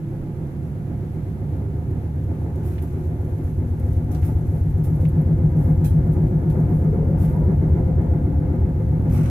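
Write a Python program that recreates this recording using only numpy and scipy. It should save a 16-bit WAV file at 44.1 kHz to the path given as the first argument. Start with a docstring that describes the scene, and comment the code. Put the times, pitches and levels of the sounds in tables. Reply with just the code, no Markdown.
"""Worn wheels of an electric train thud once a turn into the booming car body, heard from inside.
Speed is almost steady; rail roar and gear whine swell as the microphones near the window.
The cabin groans, panels hum and the body shudders, over a thin microphone hiss.
A hand and a sleeve rub softly on the camera; a nail skids once and the casing clicks now and then."""
import sys
import numpy as np
from scipy import signal
from scipy.fft import rfft, irfft, next_fast_len
from scipy.io import wavfile
from scipy.ndimage import uniform_filter1d

SR = 44100
rng = np.random.default_rng(int(sys.argv[2]) if len(sys.argv) > 2 else 0)


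def generate_wav(signal):
    """Clip the signal to [-1, 1] and save it as 16-bit WAV at the path in sys.argv[1]."""
    frames = np.transpose(np.atleast_2d(signal))
    scaled = np.clip(frames, -1, 1) * 32767
    pcm = np.round(scaled).astype(np.int16)
    wavfile.write(sys.argv[1], SR, pcm)


N = 410122
FFT_SIZE = next_fast_len(N, real=True)
TIME_S, FREQ_HZ = np.arange(N) / SR, np.fft.rfftfreq(FFT_SIZE, 1 / SR)

# wheel rotation: t/s, rate/Hz
WHEEL_SPEED = [(0, 7.782), (4, 7.734), (9.3, 7.672)]
# microphone position: t/s, nearness (0 aisle, 1 glass)
WINDOW_NEARNESS = [(0, 0), (4.7, 0.42), (6.1, 0.92), (8.1, 0.99), (8.75, 0.74), (9.3, 0.83)]
# finger strokes on the casing: t/s, rise/s, fade/s, level/dB
STROKES = [(2.628, .04, 0.06, -50.5), (2.817, .006, .028, -52), (3.28, .019, .025, -61),
           (3.48, .015, .05, -66), (3.793, .004, 0.01433, -53), (3.92, 0.0091, 0.017, -54.5),
           (4.106, .011, 0.06065, -50), (4.224, .036, 0.036, -48), (4.52, 0.055, .05, -59),
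           (4.695, .005, .015, -57.5), (4.832, .012, 0.03128, -46), (4.995, .015, .04, -56),
           (5.56, .08, 0.0897, -55.5), (6.11, .015, .02, -54), (6.495, .008, .025, -51.5),
           (6.62, .13, 0.11, -60), (7.165, .06, 0.084, -49), (9.085, .06, .07, -48)]


def rolling(tread_db=-11, rail_db=-3.0, throb_db=1.22, flutter_db=1.48, swell_db=0.22):
    """Thuds, tread and rail roughness; floor, cabin air, walls and window each pass one band."""
    # floor rumble: t/s, level/dB
    rumble = [(0.1, -34), (1.8, -25), (3.3, -24.5), (4, -20), (5.2, -21), (5.9, -18.5), (6.4, -22.5),
              (7.3, -20), (7.75, -18), (8.2, -20)]
    # cabin boom: t/s, level/dB
    boom = [(0, -30), (3.85, -31.5), (4.75, -25), (5.0, -19.5), (5.85, -19.5), (7.5, -21), (8.65, -26.5),
            (9.3, -19.5)]
    turns = np.cumsum(curve(WHEEL_SPEED)) / SR
    wheels = wheel_thuds(turns) + amp(tread_db) * wheel_tread(turns)
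    springs = 1 - .4 * lowpass(185, 8)
    drive = wheels + amp(rail_db) * filtered(noise(body_gain(FREQ_HZ)), springs)
    # rail load rises and falls each turn; rougher stretches swell it
    load_db = throb_db * np.cos(2 * np.pi * (turns - 0.071))
    load_db = load_db + flutter_db * drift(14) + swell_db * drift(1.7)
    near = curve(WINDOW_NEARNESS)
    roar_db = -37 + 7 * near + load_db
    rush_db = -60 + 8 * near + load_db
    levels_db = (curve(rumble) - 0.3, curve(boom) - .5, roar_db, rush_db)
    crossovers = [lowpass(edge_hz, 16) for edge_hz in (125, 200, 950)]
    bands = np.diff(crossovers, axis=0, prepend=0, append=1)
    out = np.zeros((2, N))
    for band, level_db in zip(bands, levels_db):
        part = filtered(drive, band)
        running_power = uniform_filter1d((part ** 2).mean(0), size=SR // 2)
        out += part / np.sqrt(running_power) * amp(level_db)
    return out


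def wheel_thuds(turns, uneven_db=0.9):
    """Each worn spot strikes the rail once a turn, never equally hard, and rings a resonance."""
    # worn spots, each booming most at one point of the walk through the cabin:
    # place/turn, f/Hz, width/Hz, relative level/dB, peak t/s, sigma/s, lift/dB
    flats = [(.751, 84.8, 38.7, -21, 4.4, 2.1, 17.5), (.577, 77.8, 20.08, -9.5, 8.05, 1, 9),
             (.207, 105.5, 5.1, -8.5, 2.05, 0.71, 5), (.126, 152, 22.3, -12, 5.5, 0.7, 11),
             (0.03, 155.1, 12.8, -18, 5.94, 2.47, 17.5), (.437, 142.4, 6.9, -11.5, 7.3, 3.2, 5),
             (0.3, 52.2, 13, -24.5, 7.5, 3.3, 14), (.874, 187, 22.8, -25.5, 7, 2.05, 17.5),
             (.253, 79.7, 5.1, -13, 2.1, .86, 8)]
    t, out = np.arange(SR // 2) / SR, np.zeros(N)
    for place, hz, width_hz, db, peak_s, sigma_s, lift_db in flats:
        impacts = np.diff(np.floor(turns - place), prepend=np.floor(-place))
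        blows = impacts * amp(uneven_db * drift(7.2))
        ring = t * np.exp(-np.pi * width_hz * t) * np.sin(2 * np.pi * hz * t)
        thuds = unit_rms(signal.oaconvolve(blows, ring)[:N])
        out += amp(db + lift_db * swell(peak_s, sigma_s)) * thuds
    return out


def wheel_tread(turns, low_hz=175, top_hz=340, points=4096):
    """Fine roughness of the running surface: one profile, repeated every turn."""
    harmonics_hz = np.arange(points // 2 + 1) * WHEEL_SPEED[1][1]
    contact = (1 - lowpass(low_hz, 8, harmonics_hz)) * lowpass(top_hz, 4, harmonics_hz)
    phasors = np.exp(2j * np.pi * rng.random(len(harmonics_hz)))
    profile = irfft(body_gain(harmonics_hz) * contact * phasors)
    return unit_rms(np.interp(turns % 1, np.arange(points) / points, profile))


def body_gain(hz):
    """Path from wheels to cabin: resonances on a falling slope."""
    # broad rolling spectrum: f/Hz, density/dB
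    slope = [(15, -12.5), (28, -13), (40, -12), (70, -2), (95, 1.5), (123, -4.5), (170, -8), (300, -7.5),
             (450, -16.5), (640, -23), (930, -30), (1100, -36), (2000, -43), (3200, -62)]
    # car body and cabin air modes: f/Hz, width/Hz, gain/dB
    modes = [(52.6, 6.4, 7), (75.5, 26, 8), (109.5, 8, 10.5), (138, 19, 12), (153.7, 6.9, 14.5),
             (183, 22, 6), (213, 9.1, -0.5), (237, 14, 1.5), (358.6, 27, 4), (380.4, 12, 4.5),
             (518, 50, 4.5), (687, 14, 4.5), (716.6, 36, 7), (832, 39, 7), (879, 54, 5.5), (959, 34, 5),
             (1234, 45, 7), (1399, 60, 7), (1580, 36, 4), (1690, 60, 6), (2130, 200, 7.5)]
    modes_db = sum(db * resonance(mode_hz, width_hz, hz) for mode_hz, width_hz, db in modes)
    return amp(spectrum(slope, hz) + modes_db) * lowpass(4000, 4, hz)


def cabin_groans():
    """Fuzzy car-body resonances, a low shudder and surges of track noise swell and fade."""
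    # groans: peak t/s, sigma/s, f/Hz, width/Hz, level/dB
    groans = [(.1, .35, 28, 16, -42), (6.0, .8, 249, 16, -38), (6.97, .07, 422, 20, -30),
              (6.98, .07, 462, 30, -37), (7.08, .06, 535, 50, -34.5), (7.0, .05, 900, 200, -48),
              (7.44, .07, 395, 24, -37), (7.41, .08, 520, 200, -41), (7.4, .04, 965, 14, -45),
              (5.45, .4, 515, 26, -45), (8.2, 1.0, 520, 40, -46)]
    return sum(amp(db) * swell(peak_s, sigma_s) * noise(resonance(hz, width_hz))
               for peak_s, sigma_s, hz, width_hz, db in groans)


def gear_whine(waver_hz=2.5, aisle_db=-14, spread=0.97):
    """The running gear whines through the wall, clearest at the window."""
    # tones at the glass: f/Hz, level/dB
    whines = [(361, -46.5), (505, -45), (520, -46.5), (669, -55.5), (722, -52), (826, -56), (869, -59.5),
              (901, -60)]
    out = np.zeros((2, N))
    for hz, db in whines:
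        mid, side = tone(hz, waver_hz), spread * tone(hz, waver_hz)
        out += amp(db) * unit_rms(np.array([mid + side, mid - side]))
    return out * amp(aisle_db * (1 - curve(WINDOW_NEARNESS)))


def panel_hums(waver_hz=1.8):
    """Carriage panels sing for a moment."""
    # hums: peak t/s, sigma/s, f/Hz, level/dB
    hums = [(0.246, 0.27, 329.5, -42.5), (.4, 0.71, 210, -45.5), (1.65, 0.16, 391, -42),
            (2.952, 0.32, 359.8, -40.5), (3.8, .3, 239.2, -36.5), (4.15, 0.16, 726, -50.5),
            (5.35, .25, 360.5, -39), (6.3, .24, 362.3, -38), (8.4, 0.19, 285.3, -33),
            (9.22, .12, 246.1, -29.5)]
    return sum(amp(db) * swell(peak_s, sigma_s) * tone(hz, waver_hz) for peak_s, sigma_s, hz, db in hums)


def body_sway(aisle_db=-47.0, near_db=2.5, low_hz=15, top_hz=44):
    """The car body shudders on its springs, more strongly beside the wall."""
    band = FREQ_HZ / (FREQ_HZ + low_hz) * lowpass(top_hz, 8)
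    return amp(aisle_db + near_db * curve(WINDOW_NEARNESS)) * noise(band)


def finger_rubs(grain_db=0.8):
    """Skin slides over the casing in short strokes."""
    # skin friction: f/Hz, density/dB
    skin = [(800, -10), (2000, 0.5), (3200, -9), (5000, -10.5), (7500, -7), (9300, -5.5), (11000, 0.5),
            (12500, 1), (15500, -3)]
    envelope = np.zeros(N)
    for start_s, rise_s, fade_s, db in STROKES:
        attack = np.clip((TIME_S - start_s) / rise_s, 0, 1)
        envelope += amp(db) * attack * decay(start_s + rise_s, fade_s, tail_db=-24, tail_s=.12)
    return envelope * amp(grain_db * drift(150)) * friction_noise(skin)


def nail_skid(start_s=5.841, rise_s=.006, hold_s=.014, level_db=-41.5, slip_hz=170, chatter_db=1.5):
    """A nail sticks and slips on the casing; a close reflection makes it hollow and metallic."""
    # nail friction: f/Hz, density/dB
    nail = [(800, -4), (1800, -1), (3300, -5), (5000, -8), (7500, -4), (9000, -4.5), (10600, 4), (12200, 1),
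            (15500, -3.5)]
    attack = np.clip((TIME_S - start_s) / rise_s, 0, 1)
    envelope = attack * decay(start_s + rise_s + hold_s, fade_s=0.028, tail_db=-13, tail_s=.05)
    slips = np.cumsum(slip_hz * (1 + .3 * drift(100))) / SR
    chatter = unit_rms(.5 - slips % 1)
    echo_gain, echo_s = .92, .001238
    comb = abs(1 + echo_gain * np.exp(-2j * np.pi * FREQ_HZ * echo_s)) ** 1.5
    return amp(level_db + chatter_db * chatter) * envelope * noise(amp(spectrum(nail)) * comb)


def grip_rustle(rest_db=-69, stroke_db=-64.5, settle_s=.3, slips_per_s=25, slip_s=.003):
    """Fingers rustle on the casing with tiny slips, most around each stroke."""
    # grip friction: f/Hz, density/dB
    creak = [(1000, -13.5), (5000, -16), (6800, -7.5), (9000, -9.5), (11000, 0), (13000, -3),
             (15500, -15.5)]
    impulses = (rng.random(N) < slips_per_s / SR) * rng.uniform(.4, 1, N)
    slips = unit_rms(signal.lfilter([1], [1, -np.exp(-1 / (slip_s * SR))], impulses))
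    friction = amp(-6 + 2.0 * drift(12)) + amp(-14) * slips
    shifting = sum(np.exp(-abs(TIME_S - start_s - rise_s) / settle_s) for start_s, rise_s, *_ in STROKES)
    pressure = np.sqrt(amp(rest_db) ** 2 + amp(stroke_db) ** 2 * shifting)
    return friction * pressure * friction_noise(creak)


def sleeve_brush(grain_db=2.0):
    """Cloth scrapes grittily over the casing."""
    # brushes: t/s, level/dB
    brushes = [(2.4, -83), (2.66, -56.5), (3.0, -63), (3.15, -81), (4.09, -80), (4.115, -63), (4.165, -54),
               (4.21, -61), (4.235, -54), (4.29, -57), (4.37, -80.5), (7.14, -80), (7.185, -58),
               (7.26, -52), (7.38, -79), (9.0, -82), (9.13, -47), (9.22, -45.5), (9.3, -46)]
    # cloth friction: f/Hz, density/dB
    cloth = [(500, 0.5), (1200, 10), (2300, 4.5), (3500, -5), (4600, -9.5), (5600, -4.5), (7000, -7),
             (11000, -8), (15500, -19)]
    return amp(curve(brushes) + grain_db * drift(160)) * friction_noise(cloth)


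def casing_clicks():
    """The casing gives dry clicks as the grip shifts."""
    # clicks: t/s, level/dB, f/Hz, width/Hz, fade/s
    clicks = [(2.782, -44, 1900, 1800, 0.0046), (2.788, -48.5, 2700, 2400, 0.0024),
              (2.823, -47, 11200, 2000, .007), (4.115, -56, 6060, 500, 0.0063),
              (4.148, -50, 5000, 6500, .008), (4.227, -45.5, 1690, 2000, .007),
              (4.958, -54, 12000, 2500, .005), (5.053, -45.5, 2191, 1910, 0.006),
              (5.087, -50, 11800, 3000, .006), (5.213, -53, 12000, 2500, .006),
              (6.5, -57, 3020, 5000, .012)]
    out = np.zeros((2, N))
    for start_s, db, hz, width_hz, fade_s in clicks:
        envelope = (TIME_S >= start_s) * decay(start_s, fade_s, tail_db=-13, tail_s=.035)
        out += amp(db) * envelope * noise(resonance(hz, width_hz))
    return out


def friction_noise(colour, depth_db=3.5, step_hz=110):
    """Friction noise with a random, ragged colouring."""
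    grid_hz = np.arange(0, SR / 2, step_hz)
    ripple_db = depth_db * np.interp(FREQ_HZ, grid_hz, rng.standard_normal(len(grid_hz)))
    return noise(amp(spectrum(colour) + ripple_db))


def mic_hiss(level_db=-57):
    """Thin, steady microphone hiss with a bright peak around 10-13 kHz."""
    # self-noise: f/Hz, density/dB
    hiss = [(200, 4), (900, 14), (1500, 15), (2200, 10.5), (3000, 4.5), (5000, -2.5), (6800, -1),
            (9000, -5), (10600, 1), (12000, 4.5), (14000, -10), (15700, -11.5)]
    return amp(level_db + .5 * drift(6.7)) * noise(amp(spectrum(hiss)))


def noise(gain):
    """Coloured stereo noise, rms 1: alike in the bass, unrelated in the treble."""
    # left-right likeness: f/Hz, correlation
    likeness = [(50, 1), (130, 0.87), (260, 0.8), (500, 0.94), (800, 0.58), (1200, -0.071), (2000, -0.077),
                (4000, -0.051)]
    correlation = spectrum(likeness)
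    a, b = rfft(rng.standard_normal((2, FFT_SIZE)))
    mid, side = a * np.sqrt(1 + correlation), b * np.sqrt(1 - correlation)
    return unit_rms(irfft(np.array([mid + side, mid - side]) * gain, FFT_SIZE)[:, :N])


def tone(hz, waver_hz, flicker_db=2.0):
    """Sine wavering in pitch and level, rms 1."""
    cycles = np.cumsum(hz + waver_hz * drift(3.984)) / SR
    return unit_rms(np.sin(2 * np.pi * cycles) * amp(flicker_db * drift(9.5)))


def drift(rate_hz):
    """Smooth random curve, rms 1."""
    return unit_rms(filtered(rng.standard_normal(N), np.exp(-(FREQ_HZ / rate_hz) ** 2)))


def decay(start_s, fade_s, tail_db, tail_s):
    """Flat until start_s, then an exponential fade with a quieter tail."""
    age_s = np.maximum(TIME_S - start_s, 0)
    return np.exp(-age_s / fade_s) + amp(tail_db) * np.exp(-age_s / tail_s)


def swell(peak_s, sigma_s):
    return np.exp(-((TIME_S - peak_s) / sigma_s) ** 2 / 2)


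def curve(rows):
    return np.interp(TIME_S, *np.transpose(rows))


def spectrum(rows, hz=FREQ_HZ):
    """Interpolates on a log-frequency axis."""
    points_hz, values = np.transpose(rows)
    return np.interp(np.log(hz + 1), np.log(points_hz + 1), values)


def resonance(centre_hz, width_hz, hz=FREQ_HZ):
    return 1 / (1 + ((hz - centre_hz) / (width_hz / 2)) ** 2)


def lowpass(edge_hz, order, hz=FREQ_HZ):
    return 1 / (1 + (hz / edge_hz) ** order)


def filtered(x, gain):
    return irfft(rfft(x, FFT_SIZE) * gain, FFT_SIZE)[..., :N]


def balance(left_minus_right_db):
    return amp(np.outer([.5, -.5], left_minus_right_db))


def unit_rms(x):
    return x / np.sqrt(np.mean(x ** 2) + 1e-20)


def amp(db):
    return 10 ** (np.asarray(db) / 20)


def scene():
    """Train, microphone hiss and handling noise, in stereo."""
    # microphones turning from aisle to window: t/s, left minus right/dB
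    turning = [(1.3, -2.5), (4.1, 0.5), (6, 0.5)]
    train = rolling() + cabin_groans() + gear_whine() + panel_hums() + body_sway()
    hiss = mic_hiss()
    handling = finger_rubs() + nail_skid() + grip_rustle() + sleeve_brush() + casing_clicks()
    return train * balance(curve(turning)) + hiss + handling


def record(dry, edge_hz=15700):
    """Each microphone's own colour, then the band limit."""
    # microphone colour: f/Hz, left minus right/dB
    mismatch = [(60, 0.1), (250, 0.5), (600, 1), (1100, 0), (2200, 0), (4000, -5), (7000, -1), (10000, -4),
                (12500, 1.5), (15000, 3.5)]
    coloured = filtered(dry, balance(spectrum(mismatch)))
    taps = signal.firwin(511, edge_hz, window=("kaiser", 9), fs=SR)
    return signal.oaconvolve(coloured, taps[None], "same")


dry = scene()
out = record(dry)
generate_wav(out)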